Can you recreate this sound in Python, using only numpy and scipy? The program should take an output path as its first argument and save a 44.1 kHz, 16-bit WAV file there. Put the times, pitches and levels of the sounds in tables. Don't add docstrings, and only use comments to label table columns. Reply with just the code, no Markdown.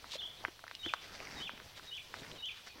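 import sys
import numpy as np
from scipy import signal
from scipy.fft import rfft, irfft, next_fast_len
from scipy.io import wavfile
from scipy.ndimage import uniform_filter1d

SR = 44100
rng = np.random.default_rng(int(sys.argv[2]) if len(sys.argv) > 2 else 0)


def wav_record(signal):
    frames = np.transpose(np.atleast_2d(signal))
    bounded = np.clip(frames, -1, 1)
    quanta = np.round(bounded * 32767).astype(np.int16)
    wavfile.write(sys.argv[1], SR, quanta)


N = 123479
T = np.arange(N) / SR

# (frequency [Hz], relative level [dB])
AIR_SPECTRUM = [(25, 1), (60, 2.5), (100, 5), (200, -8), (400, -6), (800, -5), (1500, -6), (3000, -4),
                (4200, -4), (5200, -9.5), (5850, -7.5), (6500, -15), (10000, -17.5), (16000, -18)]
STALK_SPECTRUM = [(1000, -19), (3000, -8), (5500, 4), (7500, -10), (16000, -20)]
SOIL_SPECTRUM = [(30, 3.5), (120, 1.5), (300, 2), (600, 1.5), (1000, -2.5), (2500, -55), (16000, -78)]
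GRIT_SPECTRUM = [(100, -32), (600, -14), (1300, 0), (2000, 1), (3000, -7.5), (3900, -14), (4700, -4),
                 (5800, -7), (6800, -16), (16000, -41)]
GRASS_SPECTRUM = [(300, -19), (2000, -1.5), (3800, 8), (5500, 0), (7500, -8), (10000, -17), (16000, -24)]
# (time of peak pressure [s], rise [s], fall [s], soil [dB], grit [dB], grass [dB])
HOOF_DRAGS = [(0.149, 0.061, 0.022, -63.5, -67, -44.5), (.05, 0.062, 0.076, -64, -62, -66),
              (.29, 0.15, 0.19, -64, -65, -68), (.45, 0.077, 0.036, -58, -60, -75),
              (.865, 0.053, 0.082, -60.5, -62, -57.5), (1.04, 0.039, 0.033, -61, -58, -58),
              (1.24, 0.25, 0.18, -56.5, -52.5, -63), (1.39, 0.12, 0.1, -52, -52, -62.5),
              (1.57, 0.14, 0.28, -62.5, -64.5, -78), (1.78, 0.028, 0.02, -64.5, -57, -54.5),
              (1.847, 0.043, 0.068, -62.5, -61, -58.5), (2.2, 0.12, 0.14, -57, -57, -57),
              (2.32, 0.079, 0.12, -55, -59.5, -61.5), (2.57, 0.091, 0.11, -74, -62, -61),
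              (2.674, 0.011, 0.029, -63, -53.5, -58), (2.78, 0.055, .08, -61, -61.5, -85)]
# (start [s], length [s], first pitch [Hz], last pitch [Hz], level [dB])
FAR_CHIRPS = [(0.033, 0.041, 4030, 3980, -61), (0.17, 0.053, 4160, 4030, -58),
              (0.37, 0.018, 4020, 3750, -61), (0.467, 0.026, 3250, 2740, -57),
              (.735, 0.036, 3070, 2770, -56.5), (2.356, 0.053, 3040, 2880, -57.5),
              (2.692, 0.044, 2470, 2500, -61.5), (2.681, 0.042, 4420, 4440, -63.5)]
# (time [s], level [dB], pitch [Hz], T60 [s], relative snap level [dB])
HOOF_KNOCKS = [(.0430, -35, 1180, 0.0037, -20), (0.0932, -46, 1590, 0.0021, -3),
               (0.1374, -39, 1010, 0.0097, -4.5), (0.2195, -40.5, 1700, 0.0034, -15),
               (0.4407, -32.5, 750, 0.0059, -22), (0.4502, -16.5, 1620, 0.0023, -39),
               (0.4823, -32, 1200, 0.0011, -18), (0.552, -51, 6000, 0.0015, -12),
               (0.5926, -40.5, 1470, 0.0027, -9), (0.6402, -35.5, 1360, 0.0061, -13),
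               (0.667, -39.5, 1350, 0.0054, -18), (0.6794, -34.5, 1820, 0.0083, -6.5),
               (0.697, -43, 1920, 0.0027, -7), (0.7125, -28, 1490, 0.0012, -16),
               (.7510, -34, 3300, 0.0029, 2), (0.766, -47, 3020, .002, -8),
               (0.861, -29.5, 1690, 0.0035, -11), (0.9372, -16.5, 1255, 0.0043, -11),
               (1.2025, -31.5, 2320, 0.0044, -7), (1.2715, -35, 2130, 0.01, -25),
               (1.4942, -27, 1339, 0.0025, -30), (1.577, -38.5, 1780, 0.0017, -11),
               (1.6004, -35.5, 1520, 0.0032, -16), (1.776, -44.5, 1480, 0.0043, -3),
               (1.7958, -38, 1400, 0.0064, -15), (1.951, -44, 5060, 0.0035, -13),
               (1.970, -44, 6160, 0.0012, -11), (2.1411, -25, 1450, 0.0016, -18),
               (2.3155, -36, 3036, 0.004, -6), (2.458, -43, 6495, .003, 0), (2.672, -43.5, 1330, 0.0055, 2)]
# (time [s], level [dB], pitch [Hz], T60 [s])
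HOOF_THUDS = [(0.153, -40, 559, 0.046), (0.4818, -42, 377, 0.027), (.638, -45, 655, 0.012),
              (.8620, -37, 341, .045), (.866, -50, 84.7, 0.05), (1.203, -44.5, 610, 0.013),
              (1.535, -48.5, 203.5, 0.032), (1.660, -48.5, 106, 0.045), (2.217, -45, 280, 0.054),
              (2.220, -47, 136, 0.049), (2.757, -51.5, 302, 0.044), (2.779, -52.5, 330, 0.053)]
# (time [s], pitch [Hz], level [dB])
OPENING_WARBLE = [(.176, 3030, -60), (.185, 3320, -49), (.195, 3514, -42), (.205, 3357, -45),
                  (.213, 2846, -46), (.222, 3098, -47.5), (.230, 3368, -43), (.242, 3090, -44),
                  (.253, 3190, -48), (.263, 3506, -41), (.273, 2810, -55)]
# (start [s], length [s], level [dB], top pitch [Hz], relative echo level [dB])
WHISTLES = [(0.83, 0.071, -38.5, 3543, -18), (1.401, 0.085, -41.5, 3539, -17),
            (1.91, .079, -42.5, 3444, -7), (2.423, 0.077, -39.5, 3467, -3.5)]
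# (position [share of length], pitch [ratio to top], relative level [dB])
WHISTLE_SHAPE = [(0, .86, -9.5), (.15, .84, -3.5), (.31, .895, -1), (0.45, 0.98, -6.5), (.62, 1, -10.5),
                 (.76, 1, -2.5), (.885, 0.75, -3), (1, 0.64, -5)]

SCRUB_T60_S, CUTOFF_HZ = 0.19, 15850


def amp(db):
    return 10 ** (np.asarray(db) / 20)


def unit(x):
    return x / np.sqrt(np.mean(x ** 2))


def add(out, start_s, x):
    i = int(round(start_s * SR))
    out[i:i + len(x)] += x[:max(N - i, 0)]


def decay(t, t60_s):
    return np.exp(-np.log(1000) * t / t60_s)


def bandpass(x, low_hz, high_hz, order=2):
    return signal.lfilter(*signal.butter(order, [low_hz, high_hz], "band", fs=SR), x)


def colour(x, spectrum):
    hz, db = np.array(spectrum).T
    size = next_fast_len(N, True)
    bin_hz = np.maximum(np.fft.rfftfreq(size, 1 / SR), 1)
    gain = amp(np.interp(np.log(bin_hz), np.log(hz), db))
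    return unit(irfft(rfft(x, size) * gain)[:N])


def wander(rate_hz):
    hold = int(SR / rate_hz)
    steps = np.repeat(rng.standard_normal(N // hold + 1), hold)
    return unit(uniform_filter1d(uniform_filter1d(steps, hold), hold)[:N])


def flicker(x, depth_db, rate_hz=45):
    octave = np.log2(np.maximum(np.fft.rfftfreq(N, 1 / SR), 1) / 60)
    spectrum, out = rfft(x), x.copy()
    for centre in np.arange(15) / 2:
        band = irfft(spectrum * np.maximum(1 - 2 * np.abs(octave - centre), 0), N)
        out += band * (amp(depth_db * wander(rate_hz)) - 1)
    return out


def tail(x, t60_s, build_s):
    t = T[:SR]
    response = rng.standard_normal(SR) * decay(t, t60_s) * (1 - np.exp(-(t / build_s) ** 2))
    return signal.fftconvolve(x, response / np.linalg.norm(response))[:N]


def air(level_db=-59, swell_db=0.5):
    hush = flicker(colour(rng.standard_normal(N), AIR_SPECTRUM), depth_db=2.14)
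    return hush * amp(level_db + swell_db * wander(11.98))


def stalks(level_db=-72, ticks_per_s=70, spread_db=3.5):
    hits = rng.random(N) < ticks_per_s / SR
    ticks = hits * amp(spread_db * np.minimum(rng.exponential(size=N), 3))
    return amp(level_db) * colour(tail(ticks, t60_s=0.02, build_s=0.00066), STALK_SPECTRUM)


def drags(grains_per_s=4000, spread_db=3.5, jitter_db=1.24):
    out = np.zeros(N)
    for k, spectrum in enumerate((SOIL_SPECTRUM, GRIT_SPECTRUM, GRASS_SPECTRUM)):
        hits = (rng.random(N) < grains_per_s / SR) * rng.choice([-1, 1], N)
        grains = hits * amp(spread_db * np.minimum(rng.exponential(size=N), 5))
        power = np.zeros(N)
        for peak_s, rise_s, fall_s, *material_db in HOOF_DRAGS:
            width_s = np.where(T < peak_s, rise_s, fall_s)
            power += amp(material_db[k]) ** 2 * np.exp(-np.pi * ((T - peak_s) / width_s) ** 2)
        out += colour(grains, spectrum) * np.sqrt(power) * amp(jitter_db * wander(60))
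    return flicker(out, depth_db=2)


def note(times_s, hz, db, waver=0.01, overtone_db=-32.5, edge_s=0.0058):
    pitch_hz = uniform_filter1d(np.interp(T, times_s, hz), size=220) * (1 + waver * wander(250))
    phase = 2 * np.pi * np.cumsum(pitch_hz) / SR
    tone = np.sin(phase) + amp(overtone_db) * np.sin(2 * phase)
    gate = np.clip(np.minimum(T - times_s[0], times_s[-1] - T) / edge_s + 0.5, 0, 1)
    return np.sqrt(2) * gate * amp(np.interp(T, times_s, db)) * tone


def far_birds(direct_db=-7, wash_db=-2):
    song = sum(note([start_s, start_s + length_s], [first_hz, last_hz], [db, db], waver=0.0253)
               for start_s, length_s, first_hz, last_hz, db in FAR_CHIRPS)
    return amp(direct_db) * song + amp(wash_db) * tail(song, t60_s=0.034, build_s=0.0017)


def ring(hz, t60_s, contact_s):
    t = T[:SR // 8]
    phase = 2 * np.pi * np.cumsum(np.broadcast_to(hz, N)[:len(t)]) / SR
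    mode = np.sin(phase) * decay(t, t60_s) * (1 - np.exp(-(t / contact_s) ** 2))
    return mode / np.abs(mode).max()


def knock(hz, t60_s, snap_db, snap_s=0.00073, crumble_db=-13, crumble_s=0.004):
    top_hz = min(1.97 * hz, CUTOFF_HZ)
    body = bandpass(ring(hz, t60_s, contact_s=0.00025), 520, top_hz)
    t = T[:len(body)]
    snap = bandpass(rng.standard_normal(len(t)), 2500, 5500, order=3)
    snap *= np.exp(-t / snap_s) + amp(crumble_db) * np.exp(-t / crumble_s)
    return body + amp(snap_db) * snap / np.abs(snap).max()


def thud(hz, t60_s, wobble=0.065, crush_db=-5):
    body = ring(hz * (1 + wobble * wander(183)), t60_s, contact_s=0.0016)
    t = T[:len(body)]
    crush = bandpass(rng.standard_normal(len(t)), 170, 706) * decay(t, t60_s)
    return body + amp(crush_db) * crush / np.abs(crush).max()


def hooves(bounce_db=-19, bounce_s=0.001976, ground_db=-13, scrub_db=-22):
    out = np.zeros(N)
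    for start_s, db, hz, t60_s, snap_db in HOOF_KNOCKS:
        add(out, start_s, amp(db) * knock(hz, t60_s, snap_db))
    out += amp(bounce_db) * np.interp(T - bounce_s, T, out)
    for start_s, db, hz, t60_s in HOOF_THUDS:
        add(out, start_s, amp(db) * thud(hz, t60_s))
    ground = amp(ground_db) * tail(out, t60_s=0.031, build_s=0.0026)
    scrub = amp(scrub_db) * tail(out, SCRUB_T60_S, build_s=0.02)
    return out + ground + scrub


def bird(lead_s=0.0397, gap_s=0.0058, echo_s=0.01684, scrub_db=-5, far_db=-8.5):
    song, echoes = note(*np.array(OPENING_WARBLE).T), np.zeros(N)
    position, pitch_ratio, shape_db = np.array(WHISTLE_SHAPE).T
    for start_s, length_s, db, top_hz, echo_db in WHISTLES:
        arch = note(start_s + length_s * position, top_hz * pitch_ratio, db + shape_db)
        lead = note([start_s - lead_s, start_s - gap_s], hz=[3850, 3700], db=[-55, -49])
        song += lead + arch
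        add(echoes, echo_s, amp(echo_db) * arch)
    smeared_echoes = tail(echoes, t60_s=0.035, build_s=0.005)
    scrub = amp(scrub_db) * tail(song, SCRUB_T60_S, build_s=0.0077)
    far_wash = amp(far_db) * tail(song, t60_s=0.92, build_s=0.032)
    return song + smeared_echoes + scrub + far_wash


def scene():
    mono = bird() + far_birds() + hooves() + drags() + stalks() + air()
    return np.tile(mono, (2, 1))


def record(dry):
    return signal.sosfilt(signal.ellip(10, 0.2, 70, CUTOFF_HZ, fs=SR, output="sos"), dry)


dry = scene()
out = record(dry)
wav_record(out)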